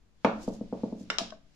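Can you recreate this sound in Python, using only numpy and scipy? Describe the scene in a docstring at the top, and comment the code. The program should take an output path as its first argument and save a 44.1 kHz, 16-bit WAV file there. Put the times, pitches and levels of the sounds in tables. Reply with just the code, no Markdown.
"""Over faint room noise, a makeup bottle is set down hard on the stiff floor of a fabric storage box.
Six soft, dull bumps follow while a sleeve rustles; then a plastic case clacks, a glass bottle clinks
and a hollow container is nudged. Each blow rings the modes of its object, close to the microphone,
and echoes off nearby things and a small room. The sleeve is shaped noise over the arm's low rumble."""
import sys
import numpy as np
from scipy import signal
from scipy.fft import rfft, irfft
from scipy.io import wavfile
from scipy.ndimage import uniform_filter1d

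SR = 44100
rng = np.random.default_rng(int(sys.argv[2]) if len(sys.argv) > 2 else 0)


def generate_wav(sig):
    """Save sig (samples, or channels by samples) to the path in sys.argv[1] as 16-bit PCM at SR."""
    pcm = np.round(np.clip(np.atleast_2d(sig).T, -1, 1) * 32767).astype(np.int16)
    wavfile.write(sys.argv[1], SR, pcm)


N = 68355
ROOM_MONO_HZ = 635


def amp(db):
    """Decibels to gain."""
    return 10 ** (np.asarray(db) / 20)


def unit_rms(x):
    """Scales to rms 1."""
    return x / np.sqrt(np.mean(x ** 2) + 1e-20)


def curve_at(points, hz):
    """Reads a table on a log-frequency axis."""
    f, value = np.transpose(points)
    return np.interp(np.log(hz + 1), np.log(f + 1), value)


def panned(x, pan_db):
    """Makes the left channel pan_db louder than the right."""
    return x * amp([[pan_db / 2], [-pan_db / 2]])


def high_pass(x, hz):
    """Second-order high-pass."""
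    return signal.sosfilt(signal.butter(2, hz, "high", fs=SR, output="sos"), x)


def diffuse(size, mono_hz):
    """White noise from all around: alike in both channels in the bass, unrelated in the treble."""
    a, b = rfft(rng.standard_normal((2, size)))
    coherence = 1 / (1 + (np.fft.rfftfreq(size, 1 / SR) / mono_hz) ** 2)
    mid, side = a * np.sqrt((1 + coherence) / 2), b * np.sqrt((1 - coherence) / 2)
    return irfft(np.array([mid + side, mid - side]), size)


def noise(colour, mono_hz=ROOM_MONO_HZ):
    """Diffuse noise of a given colour, rms 1."""
    gain = amp(curve_at(colour, np.fft.rfftfreq(N, 1 / SR)))
    return unit_rms(irfft(rfft(diffuse(N, mono_hz)) * gain, N))


# Room noise colour. Each row: frequency in Hz, gain in dB.
ROOM_NOISE_COLOUR = [(30, -4), (170, -5), (400, -14), (1000, -15), (3000, -19.5), (7000, -22.5),
                     (15000, -21.5)]

def room_noise(level_db=-67.5):
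    """Steady, bass-heavy background."""
    return amp(level_db) * noise(ROOM_NOISE_COLOUR)


# Standing waves. Each row: frequency in Hz, gain in dB, T60 in seconds.
ROOM_MODES = [(127, 5.5, 0.33), (188.7, 2.5, 0.25), (212.1, 3.5, 0.48), (255.2, -5.5, 0.083),
              (314.4, -3, 0.7), (350.4, 4.5, 0.31), (429.6, 7, 0.2), (489.2, -4, 0.093), (547.5, -1.5, .22),
              (565.6, 3, .36), (637.6, -5.5, 0.12), (803.5, -3.5, 0.098), (893, 4, 0.09), (1104, 2, 0.14)]
# Tail colour. Each row: frequency in Hz, gain in dB.
TAIL_COLOUR = [(60, -27), (200, -5), (400, -7.5), (800, -4.5), (1500, -4), (3000, -5.5), (6000, -6),
               (12000, -10)]
# Tail decay. Each row: frequency in Hz, T60 in seconds.
TAIL_T60 = [(100, 0.61), (500, 0.38), (1500, 0.37), (4000, 0.31), (7000, .3), (12000, 0.15)]

def room_response(rise_s=0.0041):
    """A diffuse tail that dies band by band, plus the room's standing waves."""
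    t = np.arange(SR // 2) / SR
    band_hz, frame_s, bands = signal.stft(diffuse(len(t), ROOM_MONO_HZ), SR, nperseg=256)
    t60_s = curve_at(TAIL_T60, band_hz)[:, None]
    decay = amp(curve_at(TAIL_COLOUR, band_hz)[:, None] - 60 * frame_s / t60_s)
    norm_s = 2 * np.log(1000) / SR  # keeps gain independent of T60
    tail = signal.istft(bands * decay * np.sqrt(norm_s / t60_s), SR, nperseg=256)[1][:, :len(t)]
    waves = sum(amp(db - 60 * t / t60) * np.cos(2 * np.pi * hz * t) * norm_s / t60
                for hz, db, t60 in ROOM_MODES)
    return (tail + waves) * (1 - np.exp(-(t / rise_s) ** 2))


def ringing(modes, rise_cycles, contact_hz, widen=1):
    """The modes of an object build up and die away, dulled by a soft contact."""
    t = np.arange(SR // 2) / SR
    ring = np.zeros(len(t))
    for hz, db, t60_s in modes:
        rise = 1 - np.exp(-t * widen * hz / rise_cycles)
        ring -= amp(db - 60 * t * widen / t60_s) * rise * np.cos(2 * np.pi * hz * t)
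    pole = np.exp(-2 * np.pi * contact_hz / SR)
    for _ in range(4):
        ring = signal.lfilter([1 - pole], [1, -pole], ring)
    return np.sqrt(widen) * high_pass(ring, hz=274)  # low cut thins the bass of every struck object


def scatter(ring, gain_db=-2, t60_s=0.014):
    """First echoes off the things standing around."""
    t = np.arange(len(ring)) / SR
    clutter = high_pass(diffuse(len(t), mono_hz=404), hz=700) * t * amp(-60 * t / t60_s)
    response = amp(gain_db) * unit_rms(clutter) / np.sqrt(len(t))
    return signal.fftconvolve(ring[None], response, axes=1)


def strikes(modes, blows, room, rise_cycles=0.45, left_lag_s=0.00007):
    """Direct ring, scatter and room for each blow. Defaults are for plastic and glass, right first."""
    out = np.zeros((2, N))
    for start_s, level_db, contact_hz, pan_db, room_db in blows:
        ring = ringing(modes, rise_cycles, contact_hz)
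        all_round = ringing(modes, rise_cycles, contact_hz, widen=1.79)  # wider modes from all sides
        size = len(ring)
        delay = np.exp(-2j * np.pi * np.fft.rfftfreq(size, 1 / SR) * left_lag_s)
        left = irfft(rfft(ring) * delay, size)
        direct = panned(np.array([left, ring]), pan_db)
        echoes = scatter(ring) + signal.fftconvolve(all_round[None], amp(room_db) * room, axes=1)
        sound = amp(level_db) * (direct + echoes[:, :size])
        span = out[:, round(start_s * SR):][:, :size]
        span += sound[:, :span.shape[1]]
    return out


# Blows on the box floor. Each row: start in seconds, level in dB, contact cutoff in Hz, pan in dB,
# room send in dB.
KNOCKS = [(0.2472, -4.5, 8700, 1.5, 3.5), (0.4785, -7.5, 716, 1.5, 1), (0.6105, -12, 530, 1.5, -0.5),
          (0.726, -11.5, 842, 1, 2.5), (0.8343, -7.5, 664, 1.5, 1), (.9252, -11.5, 540, 1.5, 1),
          (1.0078, -14, 336, -0.5, 1), (1.0780, -29, 302, 2, 2), (1.1012, -28, 1235, -9, -3),
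          (1.191, -40.5, 969.5, 5, 18.5), (1.2122, -17, 580, 0.5, 2)]
# Box floor modes. Each row: frequency in Hz, level in dB, T60 in seconds.
BOX_MODES = [(233.5, -5.5, 0.078), (274.7, -8.5, 0.071), (501.2, -1.5, 0.023), (623, -5, 0.019),
             (836, -3, 0.011), (1160, -17, 0.018), (1506, -22.5, 0.0076), (2157, -10.5, 0.016),
             (3160, -22.5, 0.021), (5450, -18.5, 0.0092)]

def box_knocks(room):
    """The stiff box floor rings low: one hard contact, then soft, dull ones."""
    return strikes(BOX_MODES, KNOCKS, room, rise_cycles=0.14, left_lag_s=0)


# Strokes on the box rim. Each row: centre in seconds, half width in seconds, level in dB.
BRUSHES = [(0.429, 0.013, -44.5), (0.448, 0.011, -51.5), (0.487, 0.0075, -47), (.545, 0.024, -50.5),
           (0.63, 0.019, -76.5), (1, .014, -54.5), (1.03, 0.014, -57.5)]
# Slide and rumble envelopes. Each row: time in seconds, level in dB.
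SLIDE_ENVELOPE = [(0, -107), (.25, -63), (.42, -56), (.66, -63), (.85, -57.5), (.97, -63), (1.1, -60.5),
                  (1.4, -75), (1.55, -65.5)]
RUMBLE_ENVELOPE = [(0, -63.5), (.2, -66.5), (.38, -54), (.5, -50), (.62, -57.5), (.95, -58.5), (1.25, -56),
                   (1.42, -63), (1.55, -60.5)]
# Brush, slide and rumble colours. Each row: frequency in Hz, gain in dB.
BRUSH_COLOUR = [(300, -11), (1500, -24.5), (3000, -9.5), (5000, -0.5), (7000, 0.5), (10000, -3),
                (15000, -3.5)]
SLIDE_COLOUR = [(200, -5.5), (1000, -2.5), (2700, 0.5), (5000, 1), (7000, -4.5), (10000, -6),
                (15000, -13.5)]
RUMBLE_COLOUR = [(10, 3.5), (26, -5), (50, -0.5), (85, -10), (170, -10), (300, -17), (700, -29),
                 (2000, -84.5)]

def sleeve(grain_db=2, grain_s=0.0031):
    """Cloth brushes the rim in grainy strokes and slides as the arm reaches across with a low rumble."""
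    t = np.arange(N) / SR
    flicker = unit_rms(uniform_filter1d(rng.standard_normal(N), round(grain_s * SR)))
    grain = unit_rms(amp(grain_db * flicker))
    strokes = sum(amp(db) / (1 + ((t - centre_s) / half_s) ** 2) for centre_s, half_s, db in BRUSHES)
    brush = grain * strokes * noise(BRUSH_COLOUR)
    slide = amp(np.interp(t, *np.transpose(SLIDE_ENVELOPE))) * noise(SLIDE_COLOUR)
    rumble = amp(np.interp(t, *np.transpose(RUMBLE_ENVELOPE))) * noise(RUMBLE_COLOUR, mono_hz=61)
    return brush + slide + panned(rumble, pan_db=6)


# Blows on the container. Each row: start in seconds, level in dB, contact cutoff in Hz, pan in dB,
# room send in dB, pitch in Hz.
NUDGES = [(0.435, -30, 500, 3, -6.5, 347), (1.1875, -26, 4890, 10, 4, 679),
          (1.2050, -26.5, 3000, 9.5, -2, 683), (1.3223, -31, 4940, 9.5, -3.5, 631)]
# Container modes. Each row: multiple of the pitch, level in dB, T60 in seconds.
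CONTAINER_MODES = [(1, -4, 0.091), (1.74, -4, 0.018), (2.45, -12, 0.047)]

def container_nudges(room):
    """A hollow container rings at a different pitch with each nudge."""
    out = np.zeros((2, N))
    for *blow, pitch_hz in NUDGES:
        modes = [(pitch_hz * ratio, db, t60_s) for ratio, db, t60_s in CONTAINER_MODES]
        out += strikes(modes, [blow], room)
    return out


# Blows on the case. Each row: start in seconds, level in dB, contact cutoff in Hz, pan in dB,
# room send in dB.
CLACKS = [(1.1011, -13.5, 7260, -9, -20), (1.1026, -19.5, 16000, 15, 8.5)]
# Case modes. Each row: frequency in Hz, level in dB, T60 in seconds.
CASE_MODES = [(730, -5.5, 0.0057), (1220, -7, 0.004), (1566, -2.5, 0.012), (1800, -6.5, 0.012),
              (2130, 3, 0.007), (2876, 0, 0.011), (3560, -6.5, 0.018), (5250, 1, 0.0066),
              (7330, -12.5, 0.014), (9100, -17, 0.017), (11500, -22, .010)]

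def case_clack(room):
    """Two contacts on fast-damped plastic merge into one clack."""
    return strikes(CASE_MODES, CLACKS, room)


# Blows on the bottle. Each row: start in seconds, level in dB, contact cutoff in Hz, pan in dB,
# room send in dB.
CLINKS = [(1.1848, -10.5, 19000, 10, 2.5), (1.3045, -34, 13900, 1.5, -14.5)]
# Bottle modes. Each row: frequency in Hz, level in dB, T60 in seconds.
GLASS_MODES = [(1316, -22, 0.031), (1727, -8, 0.0071), (3380, -6, 0.0079), (3935, 2, 0.0058),
               (4690, -1, 0.0037), (5205, 5, 0.0039), (6650, -10, 0.0083), (7700, -35, .2),
               (9360, -34.5, 0.26), (12550, -34, 0.16)]

def glass_clinks(room):
    """Hard contacts on glass: a bright tick, then faint high modes ring on."""
    return strikes(GLASS_MODES, CLINKS, room)


def scene():
    """Struck objects in one room, with the sleeve and room noise."""
    room = room_response()
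    objects = box_knocks(room) + case_clack(room) + glass_clinks(room) + container_nudges(room)
    return objects + sleeve() + room_noise()


# Microphone colour. Each row: frequency in Hz, gain in dB.
MIC_COLOUR = [(20, 1), (6000, -5), (7300, -5.5), (8200, -14), (10000, -14), (12500, -20), (15000, -24.5)]

def record(dry, band_limit_hz=15100):
    """Minimum-phase microphone colour, then the band limit."""
    size = 4096
    log_gain = np.log(amp(curve_at(MIC_COLOUR, abs(np.fft.fftfreq(size, 1 / SR)))))
    mic_taps = np.fft.ifft(np.exp(np.conj(signal.hilbert(log_gain)))).real[:size // 2]
    coloured = signal.fftconvolve(dry, mic_taps[None], axes=1)[:, :dry.shape[1]]
    low_pass = signal.firwin(511, band_limit_hz, window=("kaiser", 9), fs=SR)
    return signal.oaconvolve(coloured, low_pass[None], "same")


dry = scene()
out = record(dry)
generate_wav(out)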